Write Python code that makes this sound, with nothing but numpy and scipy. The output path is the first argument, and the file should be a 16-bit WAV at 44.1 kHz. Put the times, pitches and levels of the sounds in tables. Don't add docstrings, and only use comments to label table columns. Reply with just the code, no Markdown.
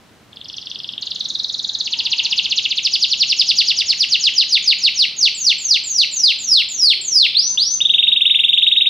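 import sys
import numpy as np
from scipy import signal
from scipy.fft import rfft, irfft
from scipy.io import wavfile
from scipy.ndimage import uniform_filter1d, minimum_filter1d

SR = 44100
rng = np.random.default_rng(int(sys.argv[2]) if len(sys.argv) > 2 else 0)


def int16_out(signal):
    q = np.round(np.clip(np.atleast_2d(signal).T, -1, 1) * 32767)
    wavfile.write(sys.argv[1], SR, q.astype(np.int16))


def how_loud(loudness_db):
    steps = np.asarray(loudness_db, float) / 20
    return 10 ** steps


N = 392049

# (frequency [Hz], density [dB per Hz])
HOUSE_SPECTRUM = [(20, -25), (40, -14), (62, -5), (190, -1), (400, -8), (1000, -12), (4000, -18),
                  (15600, -35)]
# (frequency [Hz], likeness [0-1])
HOUSE_LIKENESS = [(25, .98), (60, .955), (125, .88), (250, .73), (500, .69), (1000, .75), (4000, .6),
                  (12000, .2)]
# (middle [s], length [s], level over the house noise [dB])
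RUSTLES = [
    (0.333, 0.027, 1),
    (6.536, 0.07, 3),
    (7.58, 0.38, 1.5),
    (8.118, 0.035, 3),
]
# (start [s], length [s], frequency [Hz], level [dB], second partial re first [dB])
SQUEAKS = [
    (1.594, 0.16, 786, -67, 3),
    (1.712, .12, 883.6, -67, 10),
    (1.837, 0.584, 944.8, -54.5, -9),
    (6.477, 0.16, 1345, -61.5, -9.5),
    (7.485, 0.094, 958, -53.5, -19.5),
    (7.498, 0.29, 1294, -67.5, -23),
    (6.758, 0.54, 376, -55.5, -16.5),
]
# (left delay [s], left level [dB], right delay [s], right level [dB])
NEAR_ECHOES = [(.00064, -13, .00043, -13), (.001435, -4.5, .001412, -2.5), (.00216, -20, .00217, -13),
               (.00373, -14, .00373, -13), (.00563, -14, .0056, -24), (.00877, -9.5, .00877, -11),
               (.01072, -13, .00937, -14)]
# (frequency [Hz], decay time [s], level [dB], left-right likeness [0-1])
WALLS = [(1780, 0.576, -1, 0.9), (2574, 0.503, -3, 0.92), (3786, 0.4586, -4, 0.79),
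         (4800, 0.4173, -0.5, 0.81), (7130, 0.309, 1.5, 0.46), (9840, 0.4, -2, 0.3), (13900, .3, 3.5, 0)]

# (multiple [1], colour as rows of (frequency [Hz], level at full effort [dB]))
OVERTONES = [
    (2, [(5000, -46), (7500, -39.5), (9500, -28), (11000, -29.5), (12300, -44), (13600, -33), (15500, -38.5)]),
    (3, [(7000, -40), (9500, -33.5), (11200, -40.5), (12200, -43), (15500, -37)]),
    (4, [(9000, -68.5), (13500, -61), (14800, -44), (15500, -50)]),
]
# (drop start [s], slide top [Hz], slide level [dB], drop level [dB])
TWITTER = [(0.329, 4705, -47.5, -37.5), (.369, 5500, -39, -28.5), (.412, 4800, -42.5, -29),
           (.455, 5700, -32.5, -27.5), (0.497, 6186, -29.5, -23.5), (0.54, 5900, -30, -23.5),
           (.581, 6480, -31, -22), (.625, 5950, -33, -27.5), (.669, 5970, -28.5, -21.5),
           (0.713, 6390, -30.5, -20.5), (.756, 5300, -28.5, -18.5), (.8, 5930, -29.5, -20.5),
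           (0.843, 5500, -29.5, -19.5), (.889, 6020, -31, -20), (0.934, 5800, -30.5, -23),
           (.978, 3920, -39, -17)]
# (start [s], length [s], top pitch [Hz], peak level [dB])
QUICK_ROLL = [(1.01, .026, 6977, -27), (1.055, 0.0237, 7095, -24), (1.102, 0.0207, 6090, -25),
              (1.146, 0.0199, 7120, -22.5), (1.193, 0.0211, 6800, -19.5), (1.241, 0.0212, 6510, -20),
              (1.284, 0.02574, 7080, -17.5), (1.335, 0.0241, 6700, -22.5), (1.384, .021, 6470, -19),
              (1.431, 0.0194, 6990, -19.5), (1.481, 0.0226, 6540, -19.5), (1.523, .029, 7187, -20.5),
              (1.578, .024, 6600, -18.5), (1.625, 0.0276, 7274, -20), (1.673, 0.0271, 7120, -19),
              (1.731, 0.0275, 6915, -20), (1.785, 0.0311, 6895, -17.5)]
# (start [s], peak level [dB])
EVEN_ROLL = [(1.841, -21.5), (1.905, -20), (1.972, -19.5), (2.035, -17.5), (2.1, -19), (2.165, -19),
             (2.231, -18), (2.296, -17), (2.361, -16), (2.428, -19), (2.493, -16.5), (2.558, -16.5),
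             (2.625, -18), (2.69, -17), (2.756, -16.5)]
# (start [s], length [s], peak level [dB])
SLOW_ROLL = [(2.824, 0.0557, -13.5), (2.908, 0.0596, -13.5), (2.993, 0.064, -12.5), (3.083, 0.0637, -13),
             (3.173, 0.0688, -11.5), (3.268, 0.06665, -12.5), (3.364, 0.0645, -10), (3.457, 0.0656, -11),
             (3.554, 0.0708, -8.5), (3.652, 0.0731, -12), (3.755, .072, -11), (3.858, 0.0804, -11.5),
             (3.973, 0.07765, -10), (4.087, 0.0791, -11), (4.196, 0.0986, -10), (4.336, 0.104, -10)]
# (time [s], bottom pitch [Hz], sag of mid-note under a straight fall [Hz])
ROLL_RANGE = [(0.999, 2934, 200), (1.299, 3400, 200), (1.8, 3300, 130), (1.83, 2350, 140.5),
              (2.78, 2360, 449), (2.81, 2380, -220), (3.449, 2440, -250), (3.559, 2170, -100),
              (4.35, 2020, -200)]
# (from [s], snap up [Hz], end sag [Hz], mid-fall pause [share of the fall],
# passband as rows of (pitch [Hz], level passed [dB]))
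ROLL_THROATS = [
    (1, -1.5, 600.4, -0.018, [(2700, -6.5), (3200, 4.5), (3900, 6.5), (4400, 1), (5200, -10), (6200, -15), (7200, -1)]),
    (1.18, 5.5, 250, 0.0036, [(2800, 10), (3400, 0.5), (3900, 7), (4500, -4), (5200, -14), (6200, -15.5), (7200, -9)]),
    (1.835, 1301.5, 450, 0.0069, [(2000, -16.5), (2700, -1), (3100, 3.5), (3800, 2.5), (4600, -0.5), (5400, -11.5), (6300, -14.5), (7100, -24.5)]),
    (2.8, 399, 653, .012, [(1700, -22.5), (2300, -15.5), (2900, -3.5), (3800, -1.5), (4700, -1), (5500, -8.5), (6300, -19), (7200, -24.5)]),
]
# (start [s], length [s], top pitch [Hz], first slide if it took the whole note [Hz],
# hand-over [share of the note])
FALLS = [(4.479, 0.1015, 7047, 4290, 0.584), (4.624, 0.1111, 7218, 4457, 0.716),
         (4.784, 0.1079, 7246, 4250, 0.427), (4.943, 0.1132, 7014, 4430, 0.466),
         (5.163, 0.12405, 7010, 2500, 0.249), (5.347, 0.1829, 7780, 3478, 0.526),
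         (5.582, 0.1935, 7674, 3220, 0.525), (5.837, 0.2121, 7698, 3418, 0.611),
         (6.112, .213, 7614, 4270, 0.57), (6.387, 0.2382, 7593, 4443, 0.573),
         (6.687, 0.2514, 7520, 4201, 0.792), (7.012, .257, 7759, 4582, .78)]
# (from [s], passband as rows of (pitch [Hz], level passed [dB]))
FALL_THROATS = [
    (4.4, [(2150, -12.5), (3000, -5), (3950, -2.5), (4750, -2), (5450, -12.5), (6200, -19.5), (6600, -29), (7100, -24)]),
    (5.1, [(2100, -17), (2900, -6.5), (3600, -2.5), (4500, 0), (5400, -10.5), (6200, -13.5), (6900, -20), (7600, -23)]),
    (6.3, [(2100, -20), (2900, -5.5), (3600, 1.5), (4600, -1), (5400, -6.5), (5800, -14), (6300, -18.5), (7500, -22)]),
]
# (start [s], length [s], first pitch [Hz], peak level [dB])
RISES = [
    (7.343, 0.184, 3150, -10),
    (7.573, .189, 3163, -10),
]
# (pitch [Hz], level passed [dB])
RISE_THROAT = [(2800, -9.5), (3850, -3), (4550, 0), (5450, -10), (6000, -7), (6270, -11.5)]
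# (start [s], first pitch [Hz], peak level [dB])
TRILL = [(7.802, 2427, -12), (7.849, 2986, -9.5), (7.892, 2628, -10), (7.934, 2198, -9), (7.98, 2324, -7.5),
         (8.024, 2156, -8), (8.068, 2178, -7.5), (8.114, 2203, -7.5), (8.159, 2281, -6),
         (8.205, 2058, -4.5), (8.25, 2040, -5.5), (8.296, 1961, -5.5), (8.342, 1959, -3.5),
         (8.387, 2003, -5.5), (8.433, 2025, -6), (8.479, 2097, -5.5), (8.526, 2104, -6),
         (8.571, 2159, -5.5), (8.617, 2048, -4.5), (8.662, 2021, -5), (8.71, 2041, -5), (8.757, 1771, -5.5),
         (8.805, 2039, -4.5), (8.855, 1986, -4.5)]
# (pitch [Hz], level passed [dB])
TRILL_THROAT = [(1900, -27.5), (2500, -13), (3100, -5.5), (3500, -2.5), (3800, 7)]

SLIDE_HZ_PER_S, SLIDE_END_HZ, DROP_S, DROP_HZ = 190000, 3997, 0.0056, 1150
EVEN_NOTE_S, ROLL_TOP_HZ = 0.0415, 7154
FALL_BOTTOM_HZ, FALL_BEND, FALL_DIP_HZ = 2238, 1.2, 58.86
FALL_DB, FALL_SWELL_DB_PER_S = -8.5, 0.59
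RISE_TOP_HZ, RISE_BEND, RISE_HOLD_S, RISE_SNAP_HZ = 6201, 2.4, 0.008, 500
TRILL_TOP_HZ, TRILL_CLIMB_S, TRILL_SPAN_HZ, TRILL_ROUND = 3715.2, 0.021, 1685, 0.25
TRILL_FADE_DB, TRILL_SNAP_HZ = 5.5, 148


def table(points, hz):
    rows = np.array(points, float)
    return np.interp(np.log(np.maximum(hz, 1)), np.log(rows[:, 0]), rows[:, 1])


def pair(length, like, gain):
    hz = np.fft.rfftfreq(length, 1 / SR)
    mid, side = rfft(rng.standard_normal((2, length)))
    likeness = np.clip(like(hz), 0, 1)
    mid = mid * np.sqrt((1 + likeness) / 2)
    side = side * np.sqrt((1 - likeness) / 2)
    return irfft(gain(hz) * np.array([mid + side, mid - side]), length)


def walk(rate):
    hold = int(SR / rate)
    levels = np.repeat(rng.standard_normal(N // hold + 1), hold)
    slewed = uniform_filter1d(uniform_filter1d(levels, hold), hold)
    return 1.3 * slewed[:N]


def house():
    noise = pair(N, lambda f: table(HOUSE_LIKENESS, f), lambda f: how_loud(table(HOUSE_SPECTRUM, f)))
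    noise = noise / np.sqrt(np.mean(noise ** 2))
    breath_db = 0.6 * walk(3)
    t = np.arange(N) / SR
    for middle, length, db in RUSTLES:
        breath_db = breath_db + db * np.exp(-((t - middle) / length) ** 2)
    return noise * how_loud(-48.5 + breath_db)


def room():
    length = SR // 2
    t = np.arange(length) / SR
    response = np.zeros((2, length))
    response[:, 0] = how_loud(2.1336), how_loud(2.54)
    for left_s, left_db, right_s, right_db in NEAR_ECHOES:
        response[[0, 1], [int(left_s * SR), int(right_s * SR)]] += how_loud(left_db), how_loud(right_db)
    centres = [row[0] for row in WALLS]
    for k, (hz, t60, db, like) in enumerate(WALLS):
        band = lambda f: np.sqrt(np.interp(f, centres, np.eye(len(WALLS))[k]))
        fade = np.exp(-np.log(1000) * t / t60) * np.minimum(t / 0.004, 1)
        fade = fade / np.sqrt(np.sum(fade ** 2))
        response += how_loud(db) * pair(length, lambda f: like + 0 * f, band) * fade
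    return response


def squeaks():
    out = np.zeros(N)
    flicker = walk(130) + 1j * walk(130) + 0.3
    for start, length, hz, db, second_db in SQUEAKS:
        i = np.arange(int(start * SR), int((start + length) * SR))
        swell = np.sin(np.linspace(0, np.pi, len(i))).clip(0) ** 0.34
        tone = np.exp(2j * np.pi * hz * i / SR)
        partials = tone + how_loud(second_db) * tone ** 2
        out[i] += how_loud(db) * swell * np.real(flicker[i - rng.integers(SR)] * partials)
    return out


def hooks(n, rise_hz, fall_hz):
    t = np.arange(n) / SR
    snap = rise_hz * np.exp(-(t / 0.0022) ** 2)
    sag = fall_hz * np.exp(-t[::-1] / 0.003)
    return -snap - sag


def arc(length, first, middle, last):
    u = np.arange(int(length * SR)) / (length * SR)
    ends = first * (1 - u) * (1 - 2 * u) + last * u * (2 * u - 1)
    return ends + 4 * middle * u * (1 - u)


def twitter():
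    notes = []
    for drop_s, top_hz, slide_db, drop_db in TWITTER:
        length = (top_hz - SLIDE_END_HZ + 550) / SLIDE_HZ_PER_S
        u = np.linspace(0, 1, int(length * SR))
        slide = SLIDE_END_HZ + (top_hz - SLIDE_END_HZ) * (1 - u) ** 2
        notes.append((drop_s - length, slide, slide_db - 3 - 9 * u ** 3.9, slide_db, 0.0018))
        u = np.linspace(0, 1, int(DROP_S * SR))
        drop = SLIDE_END_HZ - 50 - DROP_HZ * u
        notes.append((drop_s, drop, drop_db + 0.18 - 3 * u, drop_db - 11, 0.0018))
    return notes


def roll():
    rows = list(QUICK_ROLL)
    rows += [(start, EVEN_NOTE_S, ROLL_TOP_HZ, db) for start, db in EVEN_ROLL]
    rows += [(start, length, ROLL_TOP_HZ, db) for start, length, db in SLOW_ROLL]
    times, bottoms, hangs = np.transpose(ROLL_RANGE)
    notes = []
    for start, length, first, db in rows:
        _, rise_hz, fall_hz, pause, throat = [row for row in ROLL_THROATS if row[0] <= start][-1]
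        last = np.interp(start, times, bottoms)
        middle = (first + last) / 2 - np.interp(start, times, hangs)
        pitch = arc(length, first, middle, last)
        pitch = pitch - pause * (first - last) * np.sin(np.linspace(0, 2 * np.pi, len(pitch)))
        lead = int(rise_hz / 10)
        pitch = np.append(np.full(lead, first), pitch)
        pitch = pitch + hooks(len(pitch), rise_hz, fall_hz)
        slap_db = 13 * np.exp(-np.arange(len(pitch)) / (0.007 * SR)) - 2.5
        notes.append((start - lead / SR, pitch, db + table(throat, pitch), db + slap_db, 0.0027))
    return notes


def falls():
    notes = []
    for start, length, top, slide, knee in FALLS:
        throat = [row[1] for row in FALL_THROATS if row[0] <= start][-1]
        db = FALL_DB + FALL_SWELL_DB_PER_S * (start - FALLS[0][0])
        u = np.linspace(0, 1, int(length * SR))
        upper = np.minimum(u / knee, 1)
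        lower = np.maximum(u - knee, 0) / (1 - knee)
        pitch = top - slide * u - FALL_DIP_HZ * np.sin(np.pi * upper)
        pitch = pitch - (top - slide - FALL_BOTTOM_HZ) * lower ** FALL_BEND
        blip_db = 9 * np.exp(-(u * length / 0.00242) ** 2)
        level_db = db + table(throat, pitch) + blip_db
        notes.append((start, pitch + hooks(len(u), 560, 480), level_db, db, 0.0034))
    return notes


def rises():
    notes = []
    for start, length, first, db in RISES:
        u = np.minimum(np.arange(int((length + RISE_HOLD_S) * SR)) / (length * SR), 1)
        pitch = RISE_TOP_HZ - (RISE_TOP_HZ - first) * (1 - u) ** RISE_BEND
        level_db = db + table(RISE_THROAT, pitch)
        notes.append((start, pitch + hooks(len(u), RISE_SNAP_HZ, 0), level_db, db - 1, 0.0025))
    return notes


def trill():
    notes = []
    for start, first, db in TRILL:
        span = TRILL_TOP_HZ - first
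        top = TRILL_TOP_HZ * (1 + 0.008 * rng.standard_normal())
        climb_s = TRILL_CLIMB_S * np.sqrt(span / TRILL_SPAN_HZ)
        pitch = arc(climb_s, first, top - TRILL_ROUND * span, top)
        pitch = np.append(pitch, np.full(int(0.0038 * SR), top))
        fade_db = TRILL_FADE_DB * np.linspace(0, 1, len(pitch)) ** 3.3
        pitch = pitch + hooks(len(pitch), TRILL_SNAP_HZ, 0)
        level_db = db + 0.5 + table(TRILL_THROAT, pitch) - fade_db
        notes.append((start, pitch, level_db, db - 0.5, 0.003))
    return notes


def add(tracks, start, pitch, db, effort_db, edge):
    i, n = int(start * SR), len(pitch)
    ramp = np.minimum(np.arange(n), np.arange(n)[::-1]) / (edge * SR)
    soft = np.sin(np.pi / 2 * np.minimum(ramp, 1)) ** 2
    note = np.array([pitch, how_loud(db) * soft, how_loud(effort_db) * soft])
    tracks[:, i:i + n] = note[:, :N - i]


def canary():
    tracks = np.zeros((3, N))
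    tracks[0] = 3000
    for note in twitter() + roll() + falls() + rises() + trill():
        add(tracks, *note)
    hz, gain, effort = tracks
    hz = hz * (1 + 0.002 * walk(300))
    phase = 2 * np.pi * np.cumsum(hz) / SR
    flutter_db = 2.12 * walk(150) + 0.5 * walk(35)
    voice = gain * how_loud(flutter_db) * np.sin(phase)
    throat_gain = gain / (effort + 1e-9)
    for k, colour in OVERTONES:
        patchy_db = 2.2 * walk(70)
        share = how_loud(table(colour, k * hz) + patchy_db) * (k * hz < SR / 2.4)
        drive = effort ** (1.401 + 0.4 * (k - 2)) * throat_gain ** (0.74 * (k - 1))
        voice = voice + drive * share * np.sin(k * phase)
    haze_band = signal.butter(4, [8200, 14500], "band", fs=SR, output="sos")
    air = signal.sosfilt(haze_band, rng.standard_normal(N))
    return voice + how_loud(-66) * effort * air


def scene():
    sources = canary() + squeaks()
    return signal.fftconvolve(sources[None], room(), axes=1)[:, :N] + house()


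def band_limit(x):
    return signal.sosfilt(signal.butter(12, 15700, fs=SR, output="sos"), x)


def record(dry):
    loud = signal.lfilter([1 / 30000], [1, 1 / 30000 - 1], np.mean(dry ** 2, axis=0))
    held = dry / (1 + (loud / how_loud(-21.5)) ** 2) ** 0.348
    peak = np.abs(held).max(axis=0) + 1e-9
    limit = np.minimum(1, (how_loud(-2.1043) / peak) ** 1.34)
    gain = uniform_filter1d(minimum_filter1d(limit, size=180), size=180)
    treble_cut = signal.ellip(8, 0.2, 60, 15650, fs=SR, output="sos")
    mix = signal.sosfilt(treble_cut, held * gain)
    return band_limit(mix)


dry = scene()
out = record(dry)
int16_out(out)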